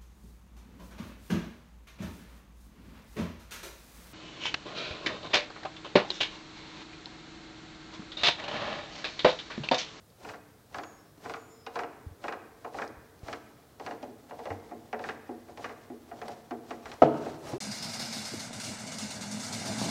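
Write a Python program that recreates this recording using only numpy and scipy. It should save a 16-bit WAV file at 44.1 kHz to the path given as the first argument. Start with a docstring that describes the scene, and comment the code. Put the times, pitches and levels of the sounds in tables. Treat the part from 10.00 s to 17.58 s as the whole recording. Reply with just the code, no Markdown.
"""First a faint dry rub of screw thread and a light handle tick, then a rasp and a run of loose steel clacks:
a screw jack is wound by hand under the chassis rail of a bare car body in a workshop.
Filtered noise makes the rasps and clacks, gliding tones the groans of the slack drive, thin tones the squeaks.
Near the end the jack knocks hard on the rail: struck modes ring the rail and the sheet-steel shell.
A diffuse echo and steady air lie behind; the microphone is thin in the deep bass."""
import sys
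import numpy as np
from scipy import signal
from scipy.fft import rfft, irfft, next_fast_len
from scipy.io import wavfile
from scipy.ndimage import uniform_filter1d

SR = 44100
rng = np.random.default_rng(int(sys.argv[2]) if len(sys.argv) > 2 else 0)


def store_pcm(level_fs):
    """Save levels as 16-bit WAV."""
    pcm = np.round(np.clip(level_fs, -1, 1) * 32767).astype(np.int16)
    wavfile.write(sys.argv[1], SR, np.atleast_2d(pcm).T)


N = 334390
TIME = np.arange(N) / SR  # seconds

# Levels in the event tables come before the trim_db settings of the functions that use them.
# clacks of the loose drive: start_s, level_db, low_registers_db, top_register_db (last two relative)
CLACKS = [(0.2483, -41, 0, -12), (0.2896, -37.5, -10, -7.5), (0.337, -38, -5.5, -18.5),
          (0.7445, -32, -5.5, -10.5), (0.7843, -32.5, -3.5, -11), (0.835, -36, -11.5, -10.5),
          (1.2523, -36, -1, -18), (1.297, -32.5, -6, -11), (1.3379, -31.5, -7.5, -11.5),
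          (1.665, -35.5, -1, -6.5), (1.7567, -30, -2, -12), (1.7908, -28, -5.5, -12.5),
          (1.8345, -32.5, -3.5, -15), (2.24, -34.5, -0.5, -11), (2.2817, -27, -6.5, -13.5),
          (2.3241, -30.5, -6.5, -14), (2.6464, -37.5, 1, -19), (2.7442, -41, 7, -19),
          (2.7863, -29, -7, -22), (2.819, -29.5, -5.5, -15), (3.2835, -34, -3, -13),
          (3.3288, -32, -5, -7.5), (3.7981, -42, 3.5, -7), (3.8638, -34.5, -1, -7.5),
          (3.9097, -35, -0.5, -16), (4.0282, -48.5, 10, -0.5), (4.3095, -42, 1.5, -15),
          (4.3902, -46.5, 7.5, -10), (4.4554, -39.5, 4, -8), (4.5034, -35.5, 3, -17),
          (4.7125, -47, 8.5, -31), (4.9291, -31.5, 1.5, -13.5), (4.9918, -40.5, 3.5, -11),
          (5.0399, -30.5, -10.5, -14), (5.0888, -28.5, -6.5, -13.5), (5.2912, -50.5, 13, -19),
          (5.4842, -52, 7.5, -20), (5.5742, -41.5, -1, -5.5), (5.6435, -29.5, -7, -12.5),
          (5.6945, -40, -0.5, -14), (5.8998, -52.5, 9.5, -16), (6.114, -43.5, 7, -19),
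          (6.2162, -35.5, -1.5, -13), (6.2809, -40.5, 3, -3.5), (6.5091, -37.5, 3, -12),
          (6.7072, -34.5, 0.5, -12), (6.8569, -36.5, -7, -10), (6.9164, -38.5, -8, -3),
          (7.2617, -40, 8, -24), (7.5327, -47.5, 12.5, -13)]
# the four registers of a clack: low_hz, high_hz, chatter_s, t60_s, relative_db
REGISTERS = [(214, 475, 0.027, 0.14, -5.5), (527, 1130, 0.012, 0.13, 2.5), (1230, 2420, 0.0037, 0.1, -1.5),
             (2950, 8900, 0.0017, 0.04, 1)]
# resonances of the jack, shifting as the screw extends: pitch_hz, width_hz, lowered_db, raised_db
JACK_MODES = [(233, 11, -5.5, 5), (302, 52, 3, 2), (455, 34, 11.5, 9.5), (710.7, 42, 6.5, 10),
              (795, 73, 4, 2.5), (1040, 820, -1, -6), (1202, 33, -6, 2), (1610, 94, 3, 3),
              (1930, 230, 1.5, 3.5), (2520, 180, 5.5, 3.5), (2840, 47, 11, 8.5)]
# broad tone of the jack's steel: pitch_hz, level_db
JACK_COLOUR = [(100, -6.5), (240, 5.5), (450, 4), (800, 9), (1400, -10), (2200, -19), (3300, -27),
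               (5800, -34), (8000, -49.5), (15000, -50)]
# the screw starts and ends coming out of its housing: two times_s
RAISE_S = [2.7, 4.2]

# turns of the screw, full twists and light nudges: fastest_s, speed_up_s, level_db
TURNS = [(0.12, 0.025, -69.5), (0.28, 0.077, -46), (0.772, 0.049, -46), (1.305, 0.092, -46.5),
         (1.78, 0.048, -46), (2.27, 0.068, -48.5), (2.65, 0.051, -57), (2.8, 0.066, -45),
         (3.301, 0.058, -43.5), (3.7, 0.039, -64), (3.87, 0.077, -49.5), (4.034, .015, -54),
         (4.3, 0.0087, -51.5), (4.46, 0.096, -51), (4.69, 0.099, -62), (5.07, 0.062, -46.5),
         (5.28, 0.046, -66), (5.5, 0.044, -58), (5.64, 0.079, -49), (6.1, 0.035, -59.5), (6.27, 0.12, -50),
         (6.71, 0.074, -52), (6.9, 0.067, -47.5), (7.05, 0.1, -51.5), (7.27, 0.12, -46.5),
         (7.495, 0.066, -38.5)]
# rub of the thread between turns, screw lowered and screw raised: two levels_db
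CREEP_DB = [-66, -60.5]
# broad tone of the rubbing thread: pitch_hz, level_db
RUB_COLOUR = [(200, 12), (700, 17), (1500, 4), (3000, -0.5), (5500, -2.5), (7800, -9), (10000, -16.5),
              (15000, -25.5)]
# ring of the screw under the rubbing thread: pitch_hz, width_hz, level_db
SCREW_MODES = [(4120, 170, 3), (4760, 220, 1.5), (5930, 470, 1), (6920, 170, 3.5), (8000, 290, 3)]
# the drive flops through its slack: start_s, groan_db, panel_db
FLOPS = [(4.027, -38.5, -36.5), (4.078, -40, -40.5), (4.715, -37, -43.5), (5.291, -30, -34),
         (5.9, -33.5, -33.5), (6.511, -29.5, -31), (6.708, -50, -33.5), (7.532, -24.5, -34.5)]

# contacts of the hard knock: start_s, level_db
KNOCK_CONTACTS = [(7.0197, -1.5), (7.0212, 0.5), (7.0228, 5.5), (7.026, -0.5), (7.0334, -3.5), (7.0352, 3),
                  (7.0650, -15)]
# the rail where the jack strikes it: pitch_hz, level_db, t60_s
RAIL_MODES = [(270, -23, 0.075), (494, -7.5, 0.033), (740, 3, 0.015), (855, -20, 0.0035),
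              (1282, -9.5, 0.023), (1940, -30, 0.049)]
# panels of the body shell: pitch_hz, level_db, t60_s
SHELL_MODES = [(140, 4, 0.47), (240.6, 4.5, 0.51), (290, -3.5, 0.82), (312, 7, 0.44), (328, -8, .5),
               (382, -19, 0.42), (425, 5, 0.59), (444, 0.5, 0.45), (472, 0.5, 0.54), (522, 10.5, 0.17),
               (527, 1, .5), (594, -7, 1), (680, 5, 0.45), (750, 5, 0.17), (902, -6.5, 1),
               (1270, -16, 0.54)]
# tone of the noisy crack at the first contact: pitch_hz, level_db
CRACK_COLOUR = [(60, -18), (300, 20), (2000, 15), (4000, 1), (7000, -9.5), (15000, -39)]
# tone of the panel rattle: pitch_hz, level_db
RATTLE_COLOUR = [(100, -13), (350, -15), (750, 1.5), (1450, -1.5), (1900, -19), (3000, -16), (8000, -60)]

# soft bumps: start_s, pitch_hz, level_db, t60_s
BUMPS = [(1.178, 292, -47, 0.074), (2.065, 83.6, -26.5, 0.066), (2.111, 89, -37, 0.076),
         (2.969, 65.4, -41, 0.086), (3.02, 137, -58, 0.12), (3.232, 80, -26.5, 0.03),
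         (4.506, 96, -36, 0.36), (7.023, 69, -46, 0.24), (7.529, 131, -29.5, 0.096)]
# light bright ticks of the handle: start_s, pitch_hz, level_db
TICKS = [(.102, 4530, -58), (2.877, 5900, -49), (3.192, 5000, -57), (6.283, 10400, -49.5)]
# a hand slides over the steel: time_s, level_db
SLIDE = [(7.38, -68), (7.45, -65), (7.5, -55), (7.53, -68), (7.58, -66)]
# faint thin squeaks: start_s, length_s, start_hz, end_hz, level_db
SQUEAKS = [(0.79, 0.26, 6700, 6670, -62.5), (0.924, 0.22, 5400, 5350, -72), (1.303, 0.34, 6760, 7200, -63),
           (1.486, 0.24, 5340, 5000, -65.5)]
# bands of the workshop echo: low_hz, high_hz, t60_s, level_db
ROOM_BANDS = [(70, 413, 1.39, -1), (355, 1100, 0.64, -7), (910, 2640, 1.03, -9), (2680, 10000, 0.73, -10.5)]
# spectrum of the steady background: pitch_hz, level_db
AIR_COLOUR = [(15, -46), (25, -11), (101, 6.5), (378, -7.5), (495, -4.5), (848, -18), (1410, -13.5),
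              (2560, -23.5), (3170, -20), (3440, -19), (4150, -21), (6550, -22), (15500, -22.5)]


def undb(db):
    """Decibels to gain."""
    return 10 ** (np.asarray(db) / 20)


def unit(x):
    """Scale to rms 1."""
    return x / np.sqrt(np.mean(x ** 2))


def band(x, low_hz, high_hz, order=3):
    """Causal Butterworth band-pass."""
    edges = [low_hz, min(high_hz, SR / 2 - 1000)]
    return signal.sosfilt(signal.butter(order, edges, "band", fs=SR, output="sos"), x)


def colour(x, points, peaks=()):
    """Minimum-phase filter through (pitch_hz, level_db) points, with resonances on top."""
    size = next_fast_len(len(x) + 2048, real=True) // 2 * 2
    f = np.arange(size // 2 + 1) * SR / size + 1  # 1 Hz offset keeps the logarithm finite
    hz, db = np.transpose(points)
    level_db = np.interp(np.log(f), np.log(hz), db)
    for centre, width, peak_db in peaks:
        level_db = level_db + peak_db / (1 + (2 * (f - centre) / width) ** 2)
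    # folding the cepstrum forward in time makes the filter causal
    cepstrum = irfft(np.log(undb(level_db)))
    cepstrum[1:size // 2] *= 2
    cepstrum[size // 2 + 1:] = 0
    return irfft(rfft(x, size) * np.exp(rfft(cepstrum)))[:len(x)]


def decay(t, t60):
    """Exponential decay that falls 60 dB in t60 seconds."""
    return np.exp(-np.log(1000) * t / t60)


def fade(t60):
    """One second of exponential decay."""
    return decay(TIME[:SR], t60)


def ring(modes):
    """One second of struck modes: decaying sines."""
    return sum(undb(db) * fade(t60) * np.sin(2 * np.pi * hz * TIME[:SR]) for hz, db, t60 in modes)


def add(out, start_s, x):
    """Mix x in at a time."""
    i = max(int(start_s * SR), 0)
    out[i:i + len(x)] += x[:max(N - i, 0)]


def walk(rate_hz):
    """Random line through rate_hz normal draws a second, spread near 1."""
    steps = rng.standard_normal(16384)
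    return np.interp(TIME * rate_hz, np.arange(len(steps)), steps)


def raised(at_s):
    """How far the screw stands out of its housing, 0-1."""
    return np.interp(at_s, RAISE_S, [0, 1])


def clacks(trim_db=-3, strike=8, grain_db=2.5, grain_hz=900):
    """Loose steel meets sharply, chatters in many small contacts, then dies away, the treble first."""
    out, t = np.zeros(N), TIME[:SR // 4]
    for start_s, level_db, low_db, top_db in CLACKS:
        grain = np.interp(t * grain_hz, np.arange(512), rng.standard_normal(512))
        chatter = rng.standard_normal(len(t)) * unit(undb(grain_db * grain))
        chatter[0] = strike
        lift = raised(start_s)
        peaks = [(hz, width, low + lift * (high - low)) for hz, width, low, high in JACK_MODES]
        for (low_hz, high_hz, hold_s, t60, register_db), relative_db in zip(
                REGISTERS, (low_db, low_db, 0, top_db)):
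            shape = decay(np.maximum(t - hold_s, 0), t60)
            part = band(colour(chatter * shape, JACK_COLOUR, peaks), low_hz, high_hz)
            peak = np.sqrt(uniform_filter1d(part ** 2, size=256).max())  # loudest short-term rms
            add(out, start_s, part / peak * undb(level_db + relative_db + register_db + trim_db))
    return out


def turning(shape=2.33, coast=1):
    """Strength of the rub: each turn speeds up and coasts to rest, over a faint creep of the thread."""
    # shape: 1 is a pointed swell, 2 a round one; coast: slow-down time over speed-up time
    power = undb(np.interp(TIME, RAISE_S, CREEP_DB)) ** 2
    for fastest_s, speed_up_s, level_db in TURNS:
        away = np.maximum(fastest_s - TIME, (TIME - fastest_s) / coast) / speed_up_s
        swell = np.exp(-np.minimum(away, 10) ** shape)
        power = power + (undb(level_db) * swell) ** 2
    return np.sqrt(power)


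def thread(trim_db=-1, grit_db=1.5, patch_db=2):
    """Dry thread: dense tiny slips, coming in uneven patches, ring the screw."""
    slips = rng.standard_normal(N) * undb(grit_db * walk(450) + patch_db * walk(50))
    return unit(colour(slips, RUB_COLOUR, SCREW_MODES)) * turning() * undb(trim_db)


def glide(first_hz, last_hz, settle_s):
    """One-second sine whose pitch settles exponentially."""
    hz = last_hz + (first_hz - last_hz) * np.exp(-TIME[:SR] / settle_s)
    return np.sin(2 * np.pi * np.cumsum(hz) / SR)


def flops(rise_s=0.0096):
    """The thread slips with a rising groan and rings a low panel, whose pitch sags as it settles."""
    out = np.zeros(N)
    groan = glide(265, 490, settle_s=0.039) * fade(0.18)
    panel = glide(285, 232, settle_s=0.021) * fade(0.19)
    onset = 1 - np.exp(-TIME[:SR] / rise_s)
    for start_s, groan_db, panel_db in FLOPS:
        add(out, start_s, (undb(groan_db) * groan + undb(panel_db) * panel) * onset)
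    return out


def rail_blows(trim_db=-6, contact_s=0.0009, crack_db=-34, crack_t60=0.15):
    """The jack head slams into the rail and rebounds: short pushes ring its modes, with one noisy crack."""
    out = np.zeros(N)
    push = np.sin(np.pi * np.minimum(TIME[:256] / contact_s, 1)) ** 2
    blow = band(signal.fftconvolve(ring(RAIL_MODES), push / push.sum()), 140, 5000, order=4)
    for start_s, level_db in KNOCK_CONTACTS:
        add(out, start_s, undb(level_db + trim_db) * blow)
    crack = colour(rng.standard_normal(SR) * fade(crack_t60), CRACK_COLOUR)
    add(out, KNOCK_CONTACTS[0][0], undb(crack_db) * crack)
    return out


def shell_panels(trim_db=-30, spread_s=0.0025, rattle_db=-39, rattle_t60=1.0, rough_db=5):
    """The panels take up the first blow of the knock: their modes ring and rough noise rattles."""
    out = np.zeros(N)
    rough = rng.standard_normal(SR) * undb(rough_db * walk(180)[:SR])
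    rattle = unit(colour(rough, RATTLE_COLOUR)) * fade(rattle_t60)
    # the blow takes a moment to spread through the shell
    spread = 1 - np.exp(-(TIME[:SR] / spread_s) ** 2)
    panels = undb(trim_db) * ring(SHELL_MODES) + undb(rattle_db) * rattle
    add(out, KNOCK_CONTACTS[0][0], spread * panels)
    return out


def bumps(rise_s=0.0017):
    """Soft low bumps as the weight shifts: single decaying modes with a softened start."""
    out = np.zeros(N)
    onset = 1 - np.exp(-TIME[:SR] / rise_s)
    for start_s, hz, level_db, t60 in BUMPS:
        add(out, start_s, ring([(hz, level_db, t60)]) * onset)
    return out


def handling(tick_t60=0.022):
    """Small ticks of the handle and the hiss of skin on steel, both band-passed noise."""
    hiss = unit(band(rng.standard_normal(N), 3900, 10400, order=2))
    # silent before the first slide point, steady after the last
    out = hiss * undb(np.interp(TIME, *np.transpose(SLIDE), left=-np.inf))
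    for start_s, hz, level_db in TICKS:
        tick = unit(band(rng.standard_normal(SR), 0.73 * hz, 1.1 * hz, order=2))
        add(out, start_s, undb(level_db) * tick * fade(tick_t60))
    return out


def squeaks(waver_hz=200, flutter_db=3):
    """Thin whistles, unsteady in pitch and level, that swell and fade."""
    out = np.zeros(N)
    for start_s, length_s, start_hz, end_hz, level_db in SQUEAKS:
        hz = np.interp(TIME, [start_s, start_s + length_s], [start_hz, end_hz]) + waver_hz * walk(1100)
        tone = np.sin(2 * np.pi * np.cumsum(hz) / SR) * undb(flutter_db * walk(25))
        swell = np.sqrt(np.abs(np.hanning(int(length_s * SR))))
        add(out, start_s, undb(level_db) * swell * tone[int(start_s * SR):][:len(swell)])
    return out


def workshop(x, build_s=0.0033):
    """Diffuse echo of the hollow body and the walls around it: decaying noise in four bands."""
    response = 0
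    for low_hz, high_hz, t60, level_db in ROOM_BANDS:
        tail = unit(band(rng.standard_normal(SR), low_hz, high_hz))
        tail = tail * np.sqrt(2 * (high_hz - low_hz) / SR)  # wider bands carry more energy
        shape = fade(t60) * (1 - np.exp(-(TIME[:SR] / build_s) ** 2))
        response = response + undb(level_db) * tail * shape / np.linalg.norm(shape)
    return signal.fftconvolve(x, response)[:N]


def air(level_db=-60):
    """Quiet steady background: coloured noise."""
    return unit(colour(rng.standard_normal(N), AIR_COLOUR)) * undb(level_db)


def scene(blow_room_db=-6, rub_room_db=-4, flop_room_db=-4):
    """Jack, shell and workshop echo over the steady background; room levels set what feeds the echo."""
    rattle, groans, rub = clacks(), flops(), thread() + handling()
    blows, panels = rail_blows(), shell_panels()
    to_room = rattle + undb(flop_room_db) * groans + undb(blow_room_db) * blows + undb(rub_room_db) * rub
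    direct = rattle + groans + rub + blows + panels + bumps() + squeaks()
    return (direct + workshop(to_room) + air())[None]


def record(dry, low_cut_hz=42, top_hz=15800):
    """The microphone thins the deep bass and the recorder cuts the top."""
    thin = signal.sosfilt(signal.butter(2, low_cut_hz, "high", fs=SR, output="sos"), dry)
    return signal.sosfilt(signal.ellip(10, .2, 70, top_hz, fs=SR, output="sos"), thin)


dry = scene()
out = record(dry)
store_pcm(out)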